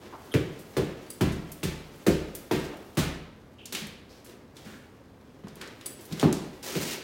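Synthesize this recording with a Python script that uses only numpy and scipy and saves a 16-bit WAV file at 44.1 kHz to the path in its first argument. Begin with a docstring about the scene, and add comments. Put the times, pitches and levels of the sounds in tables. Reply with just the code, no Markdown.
"""A bare, empty building: someone walks over a gritty floor, stops for two seconds, steps on, drags a shoe.
Each footfall is a heel clack, a hollow knock and thud, a sole slap and crushed grit.
Hard walls echo it and the rooms boom. Soles scuff and squeak, loose grit ticks, trousers rustle,
and a small metal piece on the walker clinks twice. Behind it: soft distant knocks and murmuring air."""
import sys
import numpy as np
from scipy import signal
from scipy.fft import rfft, irfft, next_fast_len
from scipy.io import wavfile

SR = 44100
rng = np.random.default_rng(int(sys.argv[2]) if len(sys.argv) > 2 else 0)


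def inscribe(sig):
    """Save sig as 16-bit PCM at rate SR to the path in sys.argv[1].

    A 1-D sig is mono; a 2-D sig holds one channel per row.
    Samples are clipped to [-1, 1] before scaling.
    """
    pcm = np.round(np.clip(np.atleast_2d(sig).T, -1, 1) * 32767)
    wavfile.write(sys.argv[1], SR, pcm.astype(np.int16))


N = 310238
EVENT_N = 2 ** 15  # one event with its echo
EVENT_S, SCENE_S = np.arange(EVENT_N) / SR, np.arange(N) / SR

# Spectra of air, sliding sole, sole slap and crushed grit. Each row: frequency in Hz, relative gain in dB.
AIR_SPECTRUM = [(15, -5), (25, -18.5), (80, -5.5), (134, -4.5), (153, -8.5), (223, -6.5), (263, -3.5),
                (335, -12.5), (427, -9.5), (677, -19), (887, -21), (962, -21), (1190, -22), (1370, -24.5),
                (16000, -60.5)]
SCRAPE_SPECTRUM = [(80, -26.5), (200, 4.5), (380, 12), (700, 5.5), (1200, 0), (1800, -1.5), (2500, -3),
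                   (3500, -3.5), (6000, -5), (10000, -12.5), (16000, -14)]
SLAP_SPECTRUM = [(250, -24), (550, 6.5), (900, 0.5), (1400, -0.5), (2300, -2), (3500, -4.5), (6000, -15),
                 (12000, -58)]
GRIT_SPECTRUM = [(1000, -21.5), (2500, 1.5), (4200, 3.5), (7000, 3), (11000, -1), (13000, -3.5), (14500, 0),
                 (16000, -4.5)]
# Late echo. Each row: band centre in Hz, t60 in seconds, relative level in dB.
ROOM_BANDS = [(105, 0.57, -1.5), (314, 0.77, 9), (785, 0.89, 4.5), (2040, 0.76, 7.5), (6000, 0.51, 1),
              (12400, 0.37, -1.5)]
# Standing waves between the walls. Each row: frequency in Hz, width in Hz, lift or cut in dB.
STANDING_WAVES = [(76, 11, -23), (152, 38, 4.5), (209.7, 16, 4.5), (309, 6.3, 4.5), (375, 13, 5.5)]
# Deep room modes. Each row: frequency in Hz, relative level in dB, t60 in seconds.
BOOM_MODES = [(41, -1.5, 0.79), (48, 0, 0.29), (71.9, 7.5, 0.55), (79.5, -8, 0.69), (153.6, 7.5, 0.55)]
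# Coupling to those modes along the walk. Each row: time in seconds, boom level in dB re the thud.
BOOM_COUPLING = [(0.34, -21), (1.1, -8), (3.0, -8.5), (6.2, -21)]
# Metal clinks. Each row: start in seconds, reference level in dB for ring and chatter.
CLINKS = [(1.102, -40.5), (5.859, -35)]
# Modes of the metal piece. Each row: frequency in Hz, relative level in dB, undamped t60 in seconds.
METAL_MODES = [(4760, -9, 0.035), (7840, -11, 0.14), (8000, -9, 0.051), (9530, -8, 0.054),
               (9700, -19, 0.12), (9700, -4, 0.046), (13000, -13, 0.14), (13740, -15, .05),
               (15450, -9, .03)]
# Sharp ticks and brief, bright shoe scuffs.
# Each row: start in seconds, level in dB, centre in Hz, decay in seconds.
TICKS_AND_SCUFFS = [(0.59, -57, 10000, 0.022), (1.32, -52.5, 5840, 0.014), (1.518, -47.5, 11200, 0.007),
                    (2.350, -43.5, 10800, .0091), (3.656, -47, 6030, .005), (3.749, -36.5, 3130, 0.01),
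                    (3.869, -56, 9200, 0.0059), (4.245, -57, 9100, 0.023), (4.567, -54.5, 4100, .012),
                    (5.471, -53, 630, .0036), (5.483, -59, 4370, 0.0018), (5.555, -59.5, 10000, 0.0018),
                    (5.613, -47, 3600, 0.0041), (5.675, -57.5, 4880, .0026), (5.811, -54.5, 3140, 0.0026),
                    (6.008, -56, 10000, 0.026), (6.052, -56, 10300, 0.01), (6.124, -46.5, 4070, 0.0079),
                    (6.197, -40, 4200, 0.0031), (6.213, -44, 3500, 0.0018), (6.327, -39.5, 6000, 0.0022),
                    (6.628, -47, 5360, .014)]
# Short sole squeaks, soft distant knocks (0.125 s, 2.733 s) and a tap (5.61 s).
# Each row: start in seconds, level in dB, centre in Hz, rough width in Hz, decay in seconds.
SQUEAKS_AND_KNOCKS = [(0.125, -45.5, 870, 596, 0.031), (0.314, -48.5, 3240, 404, 0.046),
                      (0.317, -57, 1350, 250, 0.034), (0.318, -58, 10300, 2500, 0.024),
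                      (2.733, -47, 720, 403, 0.011), (3.583, -54, 2870, 650, 0.073),
                      (4.092, -62, 4730, 1820, 0.094), (4.659, -55.5, 1580, 600, 0.11),
                      (5.61, -47, 1570, 1100, 0.023), (6.701, -52, 2340, 1400, 0.11),
                      (6.888, -46, 2540, 895, 0.07)]
# Sole scuffs. Each row: start in seconds, drive in dB, push length in seconds, treble gain in dB.
SCUFFS = [(0.0, -48.5, 0.059, -24), (0.51, -53.5, .07, -12), (2.54, -45.5, 0.11, 0),
          (3.74, -48.5, 0.064, 9.5), (4.08, -56, 0.11, 2.5), (4.24, -55, 0.087, 2),
          (4.54, -54.5, 0.19, 2.5), (5.55, -49.5, 0.12, -14), (6.16, -40.5, 0.087, -0.5),
          (6.63, -40, 0.2, 9.5), (6.8, -47, .13, 17)]
# Footfalls, and one soft scuff with a faint thud during the pause (4.647 s).
# Each row: start in seconds, thud in dB and Hz, knock in dB and Hz, heel clack in dB and Hz,
# slap in dB, grit in dB, sole roll time in seconds, near-wall echo of thud and knock in dB.
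FOOT_CONTACTS = [(0.340, -24, 123, -24.5, 382, -36.5, 2200, -40.5, -43.5, 0.0044, 2.5),
                 (0.767, -29.5, 127, -25.5, 381, -38.5, 820, -38, -42, 0.0091, -0.5),
                 (1.209, -25, 136, -25.5, 300, -36.5, 1060, -35, -40, 0.011, -2.5),
                 (1.631, -30, 146, -34.5, 323, -44, 2570, -41, -38, 0.0092, -3),
                 (2.065, -24, 173.8, -20.5, 420, -37, 1500, -36.5, -36, 0.013, 3),
                 (2.511, -32.5, 146, -25.5, 348, -39.5, 870, -34, -41.5, 0.028, -11),
                 (2.971, -25, 157, -29, 297, -41.5, 1290, -33, -34.5, 0.031, -2),
                 (3.724, -54, 200, -44.5, 325, -48, 2820, -47.5, -39, 0.0049, 6),
                 (3.812, -42, 182, -54, 280, -66, 1500, -73, -62, 0.044, 5),
                 (4.647, -47, 204, -64, 298, -71, 1610, -55, -57, 0.1, 0),
                 (5.437, -43, 167, -54, 380, -60, 700, -59, -78, 0.025, -8),
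                 (6.111, -36, 158, -41.5, 310, -61, 1490, -52, -56, 0.028, 5),
                 (6.229, -20.5, 169, -20, 296, -29, 736, -40.5, -51, .008, -0.5),
                 (6.754, -32.5, 165, -33, 364, -44, 2460, -56, -47, 0.029, -6)]


def undb(db):
    """Decibels to gain."""
    return 10 ** (np.asarray(db) / 20)


def unit(x):
    """Scale to unit energy."""
    return x / np.linalg.norm(x)


def level(x, db, size=2646):
    """Set the rms level of the first samples (60 ms by default)."""
    return x * undb(db) / np.sqrt(np.mean(x[:size] ** 2))


def add(out, start_s, x):
    """Mix x into out."""
    i = max(int(start_s * SR), 0)
    out[i:i + len(x)] += x[:N - i]


def decay(tau_s):
    """Exponential fall from 1."""
    return np.exp(-EVENT_S / tau_s)


def wander(n, every_s):
    """Gaussian values joined by straight lines."""
    return np.interp(SCENE_S[:n] / every_s, np.arange(EVENT_N), rng.standard_normal(EVENT_N))


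def band(x, hz, ratio, order=2):
    """Band-pass from hz / ratio to hz * ratio."""
    ratio = max(ratio, 1.05)
    edges_hz = [hz / ratio, min(hz * ratio, .47 * SR)]
    return signal.sosfilt(signal.butter(order, edges_hz, "band", fs=SR, output="sos"), x)


def colour(x, points):
    """Minimum-phase filter through (Hz, dB) points."""
    hz, db = np.transpose(points)
    n = 2 ** 12
    log_hz = np.log(np.arange(n // 2 + 1) * SR / n + 1)
    cepstrum = irfft(np.log(undb(np.interp(log_hz, np.log(hz), db))))
    cepstrum[1:n // 2] *= 2
    response = irfft(np.exp(rfft(cepstrum[:n // 2], n)))
    return signal.fftconvolve(x, response)[:len(x)]


def split(x):
    """Split into the room's overlapping bands."""
    spectrum, log_hz = rfft(x), np.log(np.arange(len(x) // 2 + 1) * SR / len(x) + 1)
    centres = np.log(np.transpose(ROOM_BANDS)[0])
    return [irfft(spectrum * np.interp(log_hz, centres, row), len(x)) for row in np.eye(len(centres))]


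def ring(modes, detune):
    """Decaying modes after one blow."""
    return sum(undb(db) * np.sin(2 * np.pi * hz * (1 + detune * rng.standard_normal()) * EVENT_S)
               * decay(t60_s / np.log(1000)) for hz, db, t60_s in modes)


def grains(per_s, spread_db, n=EVENT_N):
    """Tiny random impulses of uneven size; rms 1."""
    impulses = (rng.random(n) < per_s / SR) * rng.choice([-1, 1], n)
    x = impulses * undb(spread_db * np.clip(rng.standard_normal(n), -2, 2))
    return x / x.std()


def room(x, wet_db, near_db, near_s=0.027):
    """One blow in the room: direct sound, near walls, long decay; a new echo pattern each time."""
    echoes = rng.standard_normal(EVENT_N) * (EVENT_S > .004)
    late = sum(undb(db) * part * unit(decay(t60_s / np.log(1000)))
               for part, (_, t60_s, db) in zip(split(echoes), ROOM_BANDS))
    response = undb(wet_db) * late + undb(near_db) * unit(echoes * decay(near_s))
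    response[0] += 1
    return signal.fftconvolve(x, response)[:len(x)]


def diffuse(x, wet_db, near_db=-2, near_s=0.0078):
    """Many grains in the room: their energy is stored and leaks away as smooth hiss."""
    def stored(tau_s):
        keep = np.exp(-2 / (tau_s * SR))
        return np.sqrt(signal.lfilter([1 - keep], [1, -keep], x ** 2 + 1e-18))
    parts = split(rng.standard_normal(next_fast_len(len(x))))
    late = sum(undb(db) * part[:len(x)] * stored(t60_s / np.log(1000))
               for part, (_, t60_s, db) in zip(parts, ROOM_BANDS))
    near = undb(near_db) * rng.standard_normal(len(x)) * stored(near_s)
    return x + undb(wet_db) * (late + near)


def standing_waves(x):
    """The walls lift or cancel a few low frequencies, which ring on."""
    return x + sum((undb(db) - 1) * signal.lfilter(*signal.iirpeak(hz, hz / width_hz, SR), x)
                   for hz, width_hz, db in STANDING_WAVES)


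def bounce(x, db, count=3):
    """Floor and nearest walls repeat a sound within milliseconds, colouring it hollow."""
    lags = (rng.uniform(.002, .016, count) * SR).astype(int)
    return x + undb(db) * sum(np.pad(x, (lag, 0))[:len(x)] for lag in lags)


def walking(stop_s=3.06, go_s=5.62, ramp_s=0.51):
    """1 while the walker moves, 0 in the pause."""
    return np.clip(.5 + np.maximum(stop_s - SCENE_S, SCENE_S - go_s) / ramp_s, 0, 1)


def air():
    """Low, steady murmur of air in the building."""
    return level(colour(rng.standard_normal(N), AIR_SPECTRUM), db=-52, size=N)


def booms(lag_s=.015, rise_s=0.019):
    """Deep room modes swell after each thud."""
    out = np.zeros(N)
    for start_s, thud_db, *_ in FOOT_CONTACTS:
        boom_db = thud_db + np.interp(start_s, *np.transpose(BOOM_COUPLING))
        boom = ring(BOOM_MODES, detune=0.0051) * (1 - decay(rise_s))
        add(out, start_s + lag_s, level(boom, boom_db))
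    return out


def trouser_rustle(still_db=-75.5, walk_lift_db=8, swing_lift_db=7, lead_s=0.065, swing_s=0.1):
    """Close, dry cloth crackle; swells as the legs pass before each footfall. Folds catch unevenly."""
    fibres = band(grains(per_s=3300, spread_db=2, n=N), hz=10000, ratio=5.5, order=1)
    swing = np.max([np.exp(-((SCENE_S - s + lead_s) / swing_s) ** 2) for s, *_ in FOOT_CONTACTS], axis=0)
    folds_db = 0.5 * wander(N, every_s=.04)
    lift_db = walk_lift_db + swing_lift_db * swing + folds_db
    return level(fibres, still_db, size=N) * undb(walking() * lift_db)


def clinks(damping_s=.025):
    """A metal piece chatters against its neighbour, roughening its ring; cloth damps it."""
    out = np.zeros(N)
    touch = 1 - decay(0.0016)
    for start_s, db in CLINKS:
        contacts = grains(per_s=8800, spread_db=2.1) * touch * decay(0.0056)
        chatter = band(diffuse(contacts, wet_db=-4), hz=7800, ratio=1.64, order=1)
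        rattle = 1 + 0.94 * wander(EVENT_N, every_s=0.00108)
        metal = ring(METAL_MODES, detune=0.0021) * touch * rattle * decay(damping_s)
        metal = band(room(metal, wet_db=-6, near_db=-12), hz=8300, ratio=2.1, order=1)
        add(out, start_s, level(metal, db - 5) + level(chatter, db - 10))
    return out


def stray_grit(per_s=2.9, mid_db=-66.5, spread_db=6.5):
    """Faint random cracks, fewer and softer as the feet come to rest."""
    out, moving = np.zeros(N), walking()
    crack = diffuse(grains(per_s=6000, spread_db=4.3) * decay(0.0055), wet_db=-6)
    crack = level(band(crack, hz=8000, ratio=2.1, order=1), mid_db)
    for i in np.flatnonzero(rng.random(N) < moving * per_s / SR):
        add(out, i / SR, crack * moving[i] * undb(spread_db * rng.uniform(-1, 1)))
    return out


def ticks_and_scuffs():
    """Sharp ticks and brief, bright shoe scuffs, each a fading cluster of impulses."""
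    out = np.zeros(N)
    for start_s, db, hz, decay_s in TICKS_AND_SCUFFS:
        burst = diffuse(grains(per_s=6000, spread_db=2.5) * decay(decay_s), wet_db=-2)
        add(out, start_s, level(band(burst, hz, ratio=1.53, order=1), db))
    return out


def squeaks_and_knocks():
    """Short sole squeaks, soft distant knocks and a tap, each in one band."""
    out = np.zeros(N)
    for start_s, db, hz, width_hz, decay_s in SQUEAKS_AND_KNOCKS:
        impulses = grains(per_s=3000, spread_db=5.5) * np.exp(-(EVENT_S / decay_s) ** 2)
        burst = band(diffuse(impulses, wet_db=-4.5), hz, ratio=1 + width_hz / hz / 2)
        add(out, start_s, level(burst, db))
    return out


def rub(push, treble_db, per_s, catch_db):
    """A sole catches and slips over grains; more treble stands for a faster slide."""
    catches = undb(catch_db * wander(len(push), every_s=0.011))
    friction = grains(per_s, spread_db=2.2, n=len(push)) * push * catches
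    scrape = bounce(colour(diffuse(friction, wet_db=-3.5), SCRAPE_SPECTRUM), db=-13)
    treble = signal.sosfilt(signal.butter(1, 4500, "high", fs=SR, output="sos"), scrape)
    return scrape + (undb(treble_db) - 1) * treble


def sliding_soles(still_drive_db=-64, walk_lift_db=9.5, attack_s=0.018, release_s=0.021):
    """Soles brush the floor throughout; each scuff swells, holds and lets go."""
    out = rub(undb(still_drive_db + walk_lift_db * walking()), treble_db=-4.5, per_s=1600, catch_db=3.5)
    for start_s, drive_db, push_s, treble_db in SCUFFS:
        push = np.minimum(EVENT_S / attack_s, 1) * np.exp(-np.maximum(EVENT_S - push_s, 0) / release_s)
        add(out, start_s, rub(undb(drive_db) * push, treble_db, per_s=1300, catch_db=2.5))
    return standing_waves(out)


def blow(hz, rise_s, fall_s):
    """Heavily damped swing of shoe and floor, building while the heel presses."""
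    return np.sin(2 * np.pi * hz * EVENT_S) * (1 - decay(rise_s)) * decay(fall_s)


def foot_contacts():
    """Heel clack, then knock and thud; the sole slaps and crushes grit. The slowest roll is a scuff."""
    out = np.zeros(N)
    for (start_s, thud_db, thud_hz, knock_db, knock_hz, clack_db, clack_hz,
         slap_db, grit_db, roll_s, walls_db) in FOOT_CONTACTS:
        thud = band(blow(thud_hz, rise_s=0.0017, fall_s=0.0036), thud_hz, ratio=1.96, order=3)
        knock = band(blow(knock_hz, rise_s=0.0012, fall_s=0.0011), knock_hz, ratio=1.634, order=3)
        clack = band(blow(clack_hz, rise_s=.00005, fall_s=0.4 / clack_hz), clack_hz, ratio=2.65)
        contacts = grains(per_s=9000, spread_db=0.83) * (decay(roll_s) + 0.6 * decay(0.0022))
        slap = colour(diffuse(contacts, wet_db=-0.5), SLAP_SPECTRUM)
        fractures = grains(per_s=2500, spread_db=3.8) * decay(roll_s)
        grit = colour(diffuse(fractures, wet_db=8), GRIT_SPECTRUM)
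        thud = standing_waves(room(thud, wet_db=-1.5, near_db=walls_db))
        knock = standing_waves(room(knock, wet_db=-5, near_db=walls_db))
        clack = room(clack, wet_db=-6, near_db=walls_db - 3.5)
        add(out, start_s + .004, level(thud, thud_db))
        add(out, start_s + .0011, level(knock, knock_db))
        add(out, start_s, level(clack, clack_db))
        add(out, start_s, level(bounce(slap, db=-8.5), slap_db))
        add(out, start_s, level(bounce(grit, db=-17), grit_db))
    return out


def scene():
    """All sources in mono, heard from the walker's hand."""
    events = foot_contacts() + booms() + ticks_and_scuffs() + stray_grit() + squeaks_and_knocks()
    return (events + clinks() + sliding_soles() + trouser_rustle() + air())[None]


def record(dry):
    """The microphone loses the deepest bass and the very top."""
    low_hz, top_hz = 35, 16100
    bass_cut = signal.butter(8, low_hz, "high", fs=SR, output="sos")
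    top_cut = signal.ellip(10, .2, 80, top_hz, fs=SR, output="sos")
    return signal.sosfilt(top_cut, signal.sosfilt(bass_cut, dry))


dry = scene()
out = record(dry)
inscribe(out)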